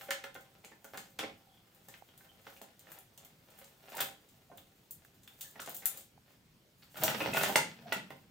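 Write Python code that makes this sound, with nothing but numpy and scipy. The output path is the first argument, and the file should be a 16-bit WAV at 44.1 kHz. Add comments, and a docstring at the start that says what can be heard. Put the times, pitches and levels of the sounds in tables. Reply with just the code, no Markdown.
"""Screw backed out of a sheet-metal box

A small screw is backed out of a sheet-metal box that lies on an open computer case, in a quiet room.
Noise bursts for the blows drive dull panel filters and dying modes; the steel bit ticks and skids brightly.
Gritty noise makes the rub of fingers and cables; filtered noise creaks, and short sines pop.
At the end the box is dragged aside and set down, with a loose lid rattling and the bench thudding.
"""
import sys
import numpy as np
from scipy import signal
from scipy.fft import rfft, irfft
from scipy.io import wavfile
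from scipy.ndimage import uniform_filter1d

SR = 44100
rng = np.random.default_rng(int(sys.argv[2]) if len(sys.argv) > 2 else 0)


def unload_wav(signal):
    """Save mono or channel-first audio to the path in sys.argv[1] as 16-bit WAV at rate SR, clipped to [-1, 1]."""
    wavfile.write(
        sys.argv[1],
        SR,
        np.round(np.clip(np.atleast_2d(signal).T, -1, 1) * 32767).astype(np.int16),
    )


N = 366206  # samples

# Room tone and hiss, relative spectrum: freq_hz, level_db (per Hz)
AIR = [(25, -15), (84, -9), (108, -2.5), (167, -5), (208, -8.5), (313, -13), (524, -16.5), (787, -22),
       (4360, -25.5), (10700, -34), (15200, -29), (16500, -44)]
AIR_DB = -66
# Likeness of left and right in room tone and echoes: freq_hz, likeness (0 to 1)
LIKENESS = [(25, 0.83), (110, 0.49), (250, 0.79), (1000, 0.19), (4000, 0.067), (8000, 0.77), (14000, 0.71)]
# Decay of the room echoes: freq_hz, t60_s
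ROOM_DECAY = [(150, 0.52), (400, 0.3), (1000, 0.28), (3000, 0.33), (8000, 0.28), (15000, 0.16)]

# Short dry pops with no echo, close to the microphone: start_s, level_db, pitch_hz, pan_db (left over right)
POPS = [(2.023, -43.5, 780, -10), (5.05, -47, 1660, -2), (6.178, -51.5, 800, -9)]

# Short pitched creaks: start_s, length_s, level_db (before the fades), pitch_hz
CREAKS = [(0.083, 0.053, -46.5, 560), (1.459, 0.17, -71, 774), (1.49, 0.12, -72, 3340),
          (2.078, 0.043, -71, 3200), (2.287, 0.046, -68, 3120), (3.932, 0.069, -54.5, 910),
          (4.496, 0.086, -60, 692), (5.444, 0.035, -58.5, 1790), (5.671, 0.022, -47.5, 694),
          (7.017, 0.022, -32, 666), (7.037, 0.02, -39.5, 5900), (7.201, 0.029, -37, 2590),
          (7.329, 0.11, -40.5, 2610), (7.826, 0.092, -52.5, 700)]
CREAK_Q = 10.3  # sharpness of the creaking panel, in each of two passes

# Twists and shifts of the hands: peak_s, drag_db (on the box), rustle_db (skin and thread)
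STROKES = [(0, -64, -58.5), (.98, -73, -65), (1.91, -69.5, -70), (2.22, -74.5, -76), (2.487, -67.5, -65),
           (2.919, -64, -67), (3.25, -72.5, -83), (3.588, -65, -70.5), (3.964, -51.5, -56.5),
           (5.43, -70, -64), (5.69, -55.5, -75), (5.77, -98, -63), (5.958, -66, -60), (6.306, -67.5, -76),
           (7.948, -52, -88), (8.1, -71, -86)]
SWELL_DB_PER_S, EASE_DB_PER_S = 174, 159  # a stroke builds up, then lets go
# Faint rub as long as the hands are on the work
GRIP_DRAG_DB, GRIP_RUSTLE_DB, LET_GO_S = -79, -81, 6.05
# The box is dragged aside: time_s, drag_db, rustle_db, shudder_db (of the bench)
HAUL = [(6.78, -95, -75, -100), (6.92, -69, -71, -76), (7.03, -40.5, -47.5, -44), (7.14, -48.5, -52, -51),
        (7.31, -47.5, -56.5, -51), (7.42, -39, -44, -50.5), (7.53, -52.5, -52.5, -54.5),
        (7.72, -61.5, -77.5, -63), (7.949, -80, -74, -58.5), (8.3, -81, -87.5, -69)]

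# Steel bit and screw touching metal: start_s, sizzle_db, clink_db, pan_db (left over right)
TICKS = [(0.1062, -34, -26, 4), (0.239, -46, -45, 1), (0.3441, -46, -46, -2), (0.407, -53, -56, 6),
         (0.6464, -57, -44.5, 8), (0.844, -44, -47, 3), (0.974, -42, -35, 6), (1.747, -55, -64, 5),
         (1.8851, -46, -44.5, 8), (2.177, -46, -58, 3), (2.616, -42.5, -43, 3), (2.793, -48, -49.5, 2.0),
         (2.918, -37.5, -73, 5), (2.9874, -42, -62, 0), (3.1762, -46, -45, 0), (3.248, -44.5, -50, 1),
         (3.5019, -57, -58, 3.5), (3.588, -44, -66, 1), (3.642, -54, -48.5, 3), (3.951, -34, -56, 0),
         (4.0692, -40, -51, 5.5), (4.288, -60, -56.5, 8), (4.574, -42, -57, 0), (5.047, -55, -59, -3),
         (5.232, -60, -55, 0), (5.2759, -49, -54, 1), (5.6008, -53, -38, 6), (5.618, -40, -38, 3),
         (5.661, -45, -38.5, 7), (5.694, -31, -56, 2), (5.703, -45, -44, 0), (5.7663, -29, -53, -1),
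         (5.8566, -9, -47, 3.5), (7.0362, -12.5, -18.5, 4), (7.337, -42, -29.5, 4), (7.372, -24.5, -35, 1),
         (7.434, -29, -21.5, -1.5), (7.5586, -48, -16.5, 12), (7.926, -28.5, -30, 4), (8.104, -50, -57, 7)]
# The bit skids in the screw head: start_s, sizzle_db, clink_db, contact_ms (decay time)
SKIDS = [(1.1888, -50, -40, 7.2), (3.968, -37, -41, 4.4), (4.004, -27.5, -42, 7.2),
         (4.9085, -33.5, -75, 2.7), (5.4077, -40, -45, 11), (5.7454, -34.5, -51, 4.5),
         (5.972, -38, -49, 4.1)]
# Small steel parts, relative spectrum: freq_hz, level_db (per Hz)
STEEL = [(3500, 9.5), (5300, -4.5), (6900, 2), (9500, 0), (11600, 0.5), (13500, 7.5), (15400, 9),
         (16500, -12.5)]
# A tick with -44 dB of sizzle lasts TICK_MS; harder ticks are shorter
TICK_MS, SNAP_DB_PER_DB = 2.02, 0.3

# Blows on the box: start_s, clank_db, boom_db, pitch_hz (struck panel), contact_ms (decay time, 20 at most)
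KNOCKS = [(0.0099, -34, -61, 1370, 6.1), (0.0839, -36, -47.5, 1510, 7.2), (0.1068, -23, -52, 1710, 5.2),
          (0.2382, -30.5, -47, 1710, 5), (0.35, -37.5, -49, 1470, 8.2), (0.6402, -44.5, -56.5, 2350, 9.9),
          (0.7158, -44, -52.5, 1720, 6.4), (0.8435, -41, -48.5, 1420, 5.1), (0.9337, -42, -47.5, 1600, 21),
          (0.9754, -30.5, -45.5, 1490, 2.7), (1.187, -31.5, -41, 3470, 15.7), (1.228, -36.5, -39, 2160, 13),
          (1.8805, -49.5, -52.5, 1790, 9.2), (1.939, -37, -65, 1920, 3.7), (2.206, -47, -62, 1600, 3.9),
          (2.4654, -37, -44, 1400, 3.9), (2.563, -43.5, -60, 2580, 5.2), (2.614, -42, -44.5, 1780, 4.1),
          (2.866, -47.5, -59, 1800, 6.4), (2.9175, -38.5, -61, 1660, 2.7), (3.178, -41.5, -52, 3120, 2.2),
          (3.889, -49, -62, 1750, 6.8), (3.9433, -39.5, -67, 1760, 2.8), (3.9799, -35.5, -41, 1550, 8.9),
          (3.991, -31, -45, 1500, 3.5), (4.0033, -28.5, -38, 3560, 10.9), (4.086, -60, -43, 1400, 2.8),
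          (4.5136, -56, -48, 1350, 6.5), (4.576, -41.5, -56, 3550, 4.9), (5.274, -40, -80, 3470, 4.3),
          (5.411, -44, -82, 3400, 9.3), (5.5544, -43, -50.5, 1860, 7.4), (5.564, -50, -55, 1900, 2.6),
          (5.593, -35.5, -49, 1300, 9.8), (5.673, -38, -40.5, 1430, 6.2), (5.8205, -42, -55.5, 2030, 9.6),
          (5.8562, -32, -49, 2040, 3.7), (6.822, -42, -72, 4400, 11), (6.9536, -40.5, -69, 1320, 8.8),
          (6.9685, -37, -64, 1390, 10), (7.0219, -41, -37, 1330, 6.6), (7.079, -21.5, -39, 1330, 4.2),
          (7.203, -28.5, -31, 1440, 10.2), (7.2591, -28, -32.5, 2580, 4.6), (7.3342, -29, -33, 2000, 6.7),
          (7.3661, -22.5, -36, 1420, 6.5), (7.433, -22.5, -32, 1730, 6.4), (7.4918, -45, -26.5, 1610, 5.5),
          (7.5564, -12.5, -25.5, 2130, 1.89), (7.9214, -21, -42, 2020, 4.04),
          (8.1045, -37.5, -43.5, 1900, 6.1)]
# Dense dull sound of the box panels, relative spectrum: freq_hz, level_db (per Hz)
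BOX = [(120, -46), (200, 3.5), (285, -8.5), (710, 2.5), (1150, 3.5), (1390, 4), (2010, -1), (3440, -3.5),
       (3920, -7.5), (6000, -6.5), (7800, -96)]
# Modes of the case tray: freq_hz, level_db (relative), t60_s
CASE = [(551.4, 9.5, 0.19), (779.6, 13, 0.15), (1032, 0, 0.22), (1433, 7.5, 0.11), (1538, 10.5, 0.06),
        (1792, 2.5, 0.062), (2077, 3.5, 0.085), (3274, -1.5, 0.11)]
# Modes of the loose lid: freq_hz, level_db (relative), t60_s (0.03 at least)
LID = [(670, 6, 0.024), (855, 14, 0.035), (1450, 12, 0.023), (2040, 8.5, 0.027), (2710, -9, 0.12),
       (3480, -3, 0.056)]
# Air and walls of the box: freq_hz, level_db (relative), t60_s
HOLLOW = [(323.6, 0, 0.15), (450, -1, 0.079)]
# Shares of a boom: into the hollow box, the bench, the tray; the tray gets more while the driver is seated
HOLLOW_DB, THUD_DB, TRAY_DB, SEATING_DB, SEATED_S = -6.5, -8, -4.5, 9, 0.6
LID_DB, LID_SHIFT = -5, .025  # share of a clank; typical relative shift of the lid modes from blow to blow
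# The softer a blow under HARD_DB, the more the struck panel stands out
DULL_DB_PER_DB, HARD_DB = 0.68, -25
# While tray or lid ring along, the clank goes into their modes and less of it stays broad
RING_DB, BARE_DB = -2, -4.5

PORTS_HZ = 350  # below this the two microphone ports hear nearly the same
EDGE_HZ = 16000  # upper band limit


def gain_of(db):
    """Amplitude factor for a level in dB."""
    return 10 ** (np.asarray(db) / 20)


def evened(x):
    """Scales a signal to an RMS of 1."""
    return x / np.sqrt(np.mean(x ** 2) + 1e-20)


def read(points, hz):
    """Reads a curve at any frequency, straight between points on a log axis."""
    f, value = np.transpose(points)
    return np.interp(np.log(hz + 1), np.log(f + 1), value)


def paired(z, same):
    """The second microphone hears a share of the first one's noise, filled up with noise of its own."""
    same = np.clip(same, 0, 1)
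    return np.array([z[0], same * z[0] + np.sqrt(1 - same ** 2) * z[1]])


def panned(level_db, pan_db):
    """Left and right gains; positive pan is louder on the left."""
    return gain_of(level_db + np.array([[pan_db / 2], [-pan_db / 2]]))


def add(mix, s, sound):
    """Mixes a sound in at a time in seconds."""
    part = mix[:, round(s * SR):][:, :sound.shape[1]]
    part += sound[:, :part.shape[1]]


def train(s, level_db, force, pan_db):
    """Puts the bursts in place, louder on the nearer side."""
    out = np.zeros((2, N))
    for at, db, burst, pan in zip(s, level_db, force, pan_db + 0 * s):
        add(out, at, panned(db, pan) * burst)
    return out


def through(x, h):
    """Sends both channels through one response."""
    return signal.oaconvolve(x, h[None])[:, :N]


def causal(points, lo_hz, hi_hz, size=1024):
    """Minimum-phase response with this spectrum between two soft edges, energy 1."""
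    hz = abs(np.fft.fftfreq(8 * size, 1 / SR)) + 1
    edges = 1 / np.sqrt((1 + (lo_hz / hz) ** 6) * (1 + (hz / hi_hz) ** 6))
    log_gain = np.log(gain_of(read(points, hz)) * edges + 1e-5)
    h = np.fft.ifft(np.exp(np.conj(signal.hilbert(log_gain)))).real[:size]
    return h / np.linalg.norm(h)


def ringing(modes):
    """Sum of dying sines, energy 1."""
    t = np.arange(SR // 3) / SR
    ring = 0
    for hz, db, t60 in modes:
        decay = gain_of(db - 60 * t / np.clip(t60, .03, .6))
        ring = ring + decay * np.sin(2 * np.pi * hz * t)
    ring = signal.lfilter(*signal.butter(2, 300, "high", fs=SR), ring)  # the ringing carries no deep bass
    return ring / np.linalg.norm(ring)


def contacts(ms, rise, chatter_db, same):
    """Bursts of force that swell, chatter and die; whitened, so that no burst has a pitch."""
    u = np.arange(2048) / SR / (np.clip(ms, .2, 20)[:, None] / 1000)  # time in contact lengths
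    draws = np.moveaxis(rng.standard_normal((len(ms), 3, 2048)), 1, 0)
    chatter = gain_of(chatter_db * evened(uniform_filter1d(draws[2], size=30)))
    shape = (1 - np.exp(-u / np.clip(rise, .01, 2))) * np.exp(-u) * chatter
    force = draws[:2]
    for _ in range(2):
        # flatten the spectrum, then the envelope
        z = rfft(force * shape)
        force = irfft(z / (abs(z) + 1e-12))
        force = force / np.sqrt(uniform_filter1d(force ** 2, size=64) + 1e-14)
    force = force * shape
    smooth_size = np.linalg.norm(shape / chatter, axis=-1, keepdims=True)
    force *= smooth_size / np.linalg.norm(force, axis=-1, keepdims=True)
    return np.moveaxis(paired(force, same), 1, 0)


def grit(level, per_s, spread_db, same):
    """Stick and slip: random tiny catches of uneven size, coming in clumps."""
    catches = rng.standard_normal((2, N)) * (rng.random(N) < per_s / SR)
    catches *= gain_of(spread_db * np.minimum(rng.exponential(1, N), 3))
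    catches *= gain_of(4 * evened(uniform_filter1d(rng.standard_normal(N), size=700)))
    return level * evened(paired(catches, same))


def hauled(column):
    """One column of the haul as gain over time."""
    rows = np.transpose(HAUL)
    return gain_of(np.interp(np.arange(N) / SR, rows[0], rows[column], left=-120))


def rubbing(column, grip_db):
    """Gain of the sliding contact: resting grip, strokes that swell and ease, and the haul."""
    t = np.arange(N) / SR
    level = gain_of(grip_db) * (t < LET_GO_S) + hauled(column)
    for row in STROKES:
        late = t - row[0]
        level = level + gain_of(row[column] + np.minimum(SWELL_DB_PER_S * late, -EASE_DB_PER_S * late))
    return level


def room_tone():
    """Steady air noise from random short-time spectra with faint drifting patches."""
    frames, hz = N // 256 + 5, np.fft.rfftfreq(1024, 1 / SR)
    a, b, c, d, patches = rng.standard_normal((frames, 513, 5)).T
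    patches = uniform_filter1d(patches, 10, axis=0)
    patches = evened(uniform_filter1d(patches, 14, axis=1))
    z = paired(np.array([a + 1j * b, c + 1j * d]), read(LIKENESS, hz)[:, None])
    z *= gain_of(read(AIR, hz)[:, None] + 1.5 * patches)
    return gain_of(AIR_DB) * evened(signal.istft(z, nperseg=1024, noverlap=768)[1][:, :N])


def echoes(x):
    """Sparse taps of random sign, each band dying at its own speed."""
    taps = np.zeros((2, SR // 2))
    at = np.arange(120, SR // 2 - 20, 20) + rng.integers(0, 20, (2, (SR // 2 - 121) // 20))
    np.put_along_axis(taps, at, rng.choice([-1., 1.], at.shape), 1)
    hz, t, z = signal.stft(taps, SR, nperseg=512)
    z = paired(z, read(LIKENESS, hz)[:, None])
    fade = gain_of(-60 * t / read(ROOM_DECAY, hz)[:, None])
    tail = signal.istft(z * fade, SR, nperseg=512)[1]
    return signal.fftconvolve(x, tail / np.linalg.norm(tail[0]), axes=1)[:, :N]


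def room(x):
    """Three tails take turns, since hands and box keep moving and no two blows echo quite alike."""
    turn = 2 * np.pi * 1.7 * np.arange(N) / SR
    return sum(echoes(np.sqrt(2 / 3) * np.cos(turn + k * np.pi / 3) * x) for k in range(3))


def pops():
    """A couple of sine cycles that die at once."""
    out, t = np.zeros((2, N)), np.arange(600) / SR
    for s, db, hz, pan_db in POPS:
        pop = np.sin(2 * np.pi * hz * t) * np.exp(-.45 * hz * t)
        add(out, s, panned(db, pan_db) * pop)
    return out


def bench():
    """Low thuds under the blows and shudder of the bench top, through a low resonant band."""
    s, _, boom_db, _, ms = np.transpose(KNOCKS)
    force = contacts(ms, rise=0.76, chatter_db=7.0, same=1.0)
    thuds = train(s, boom_db + THUD_DB, force, pan_db=2.0)
    shudder = grit(hauled(column=3), per_s=1400, spread_db=2.5, same=1.0)
    top = [(20, -17.0), (60, -11.5), (130, 5.0), (200, 7.0), (320, -4.5)]  # freq_hz, level_db (relative)
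    return through(shudder + thuds, causal(top, 75, 413, size=4096))


def creaks():
    """Quick slips under load keep one panel of the box sounding."""
    out = np.zeros((2, N))
    for s, length, db, hz in CREAKS:
        u = np.arange(0, length, 1 / SR) / length
        uneven_grip = gain_of(5 * evened(uniform_filter1d(rng.standard_normal(len(u)), size=200)))
        slips = uneven_grip * paired(rng.standard_normal((2, len(u))), same=1.0)
        for _ in range(2):
            slips = signal.lfilter(*signal.iirpeak(hz, CREAK_Q, SR), slips)
        fades = np.minimum(18.0 * u, 1) * np.sqrt(1 - u)
        add(out, s, gain_of(db) * fades * evened(slips))
    return out


def steel():
    """Ticks, skids and rustle sound through small steel parts, with hardly any ring."""
    s, sizzle_db, clink_db, pan_db = np.transpose(TICKS)
    tick_ms = TICK_MS * gain_of(-SNAP_DB_PER_DB * (sizzle_db + 44.0))
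    ticks = contacts(tick_ms, rise=0.34, chatter_db=2.0, same=0.68)
    skid_s, skid_sizzle_db, skid_clink_db, ms = np.transpose(SKIDS)
    skids = contacts(ms, rise=1.07 / ms[:, None], chatter_db=3.5, same=0.65)
    rustle = grit(rubbing(2, GRIP_RUSTLE_DB), per_s=5000, spread_db=2.5, same=1.0)
    sizzle = train(s, sizzle_db, ticks, pan_db) + train(skid_s, skid_sizzle_db, skids, pan_db=3.0) + rustle
    clink = train(s, clink_db, ticks, 0.13 * pan_db) + train(skid_s, skid_clink_db, skids, pan_db=0.5)
    clink = clink + gain_of(-5.0) * rustle
    return through(sizzle, causal(STEEL, 7450, 27000)) + through(clink, causal(STEEL, 5430, 8360))


def case_tray(s, clank_db, boom_db, force, heavy, drag):
    """Booms, early clanks and drag go on into the case tray, which rings in its modes."""
    t = np.arange(N) / SR
    drive = train(s, boom_db + TRAY_DB + SEATING_DB * (s < SEATED_S), heavy, pan_db=-8.0)
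    drive = drive + gain_of(-6) * (t < LET_GO_S) * drag  # the turning screw is felt in the tray
    drive = drive + gain_of(RING_DB) * (t < SEATED_S) * train(s, clank_db - 14.5, force, pan_db=9.0)
    return through(drive, ringing(CASE))


def loose_lid(s, clank_db, struck):
    """Once the box is moved the lid rattles, lying differently at each blow: its modes shift and change rank."""
    rattles = []
    for force, (shift, rank) in zip(struck, rng.standard_normal((len(s), 2, len(LID)))):
        modes = [(hz * (1 + LID_SHIFT * a), db + 1.8 * b, t60)
                 for (hz, db, t60), a, b in zip(LID, shift, rank)]
        rattles.append(signal.oaconvolve(force, ringing(modes)[None, :4096]))
    return train(s, np.where(s > 6.9, clank_db + LID_DB, -200), rattles, pan_db=0)


def box():
    """Knocks and drag shake the panels, the air inside, the loose lid and the case tray."""
    s, clank_db, boom_db, panel_hz, ms = np.transpose(KNOCKS)
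    force = contacts(ms, rise=1.36 / ms[:, None], chatter_db=5.5, same=0.73)
    heavy = 0.45 * force + 0.54 * force[:, ::-1]  # long waves reach both microphones nearly alike
    struck = []
    for burst, hz, db in zip(force, panel_hz, clank_db):
        broad = gain_of(DULL_DB_PER_DB * (db - HARD_DB)) * burst
        panel = signal.lfilter(*signal.iirpeak(hz, 7., SR), burst)
        struck.append(broad + gain_of(-1.5) * panel)
    drag = grit(rubbing(1, GRIP_DRAG_DB), per_s=1200, spread_db=4.0, same=0.5)

    t = np.arange(N) / SR
    seating = t < SEATED_S
    bare = np.where(seating | (t > LET_GO_S), gain_of(BARE_DB), 1)
    clank = bare * train(s, clank_db, struck, pan_db=0.2) + drag
    boom = train(s, boom_db, heavy, pan_db=-4.0) + gain_of(-0.2) * drag.mean(0)
    hollow = train(s, boom_db + HOLLOW_DB, heavy, pan_db=1.0) * ~seating
    panels = through(clank, causal(BOX, 1360, 5200)) + through(boom, causal(BOX, 253, 713))
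    tray = case_tray(s, clank_db, boom_db, force, heavy, drag)
    return loose_lid(s, clank_db, struck) + through(hollow, ringing(HOLLOW)) + panels + tray


def scene():
    """Mixes all layers; the pops stay out of the room echo."""
    low, high = box() + bench() + creaks(), steel()
    echo = room(gain_of(-1.0) * low + gain_of(2.5) * high)
    return low + high + pops() + echo + room_tone()


def record(dry):
    """Two close ports agree in the bass; the small microphone loses the deepest bass; then the band limit."""
    mid, side = dry.mean(0), (dry[0] - dry[1]) / 2
    side = signal.sosfilt(signal.butter(1, PORTS_HZ, "high", fs=SR, output="sos"), side)
    thin = signal.sosfilt(signal.butter(2, 36, "high", fs=SR, output="sos"), [mid + side, mid - side])
    band_limit = signal.firwin(601, EDGE_HZ, window=("kaiser", 9), fs=SR)
    return signal.oaconvolve(thin, band_limit[None], "same")


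dry = scene()
out = record(dry)
unload_wav(out)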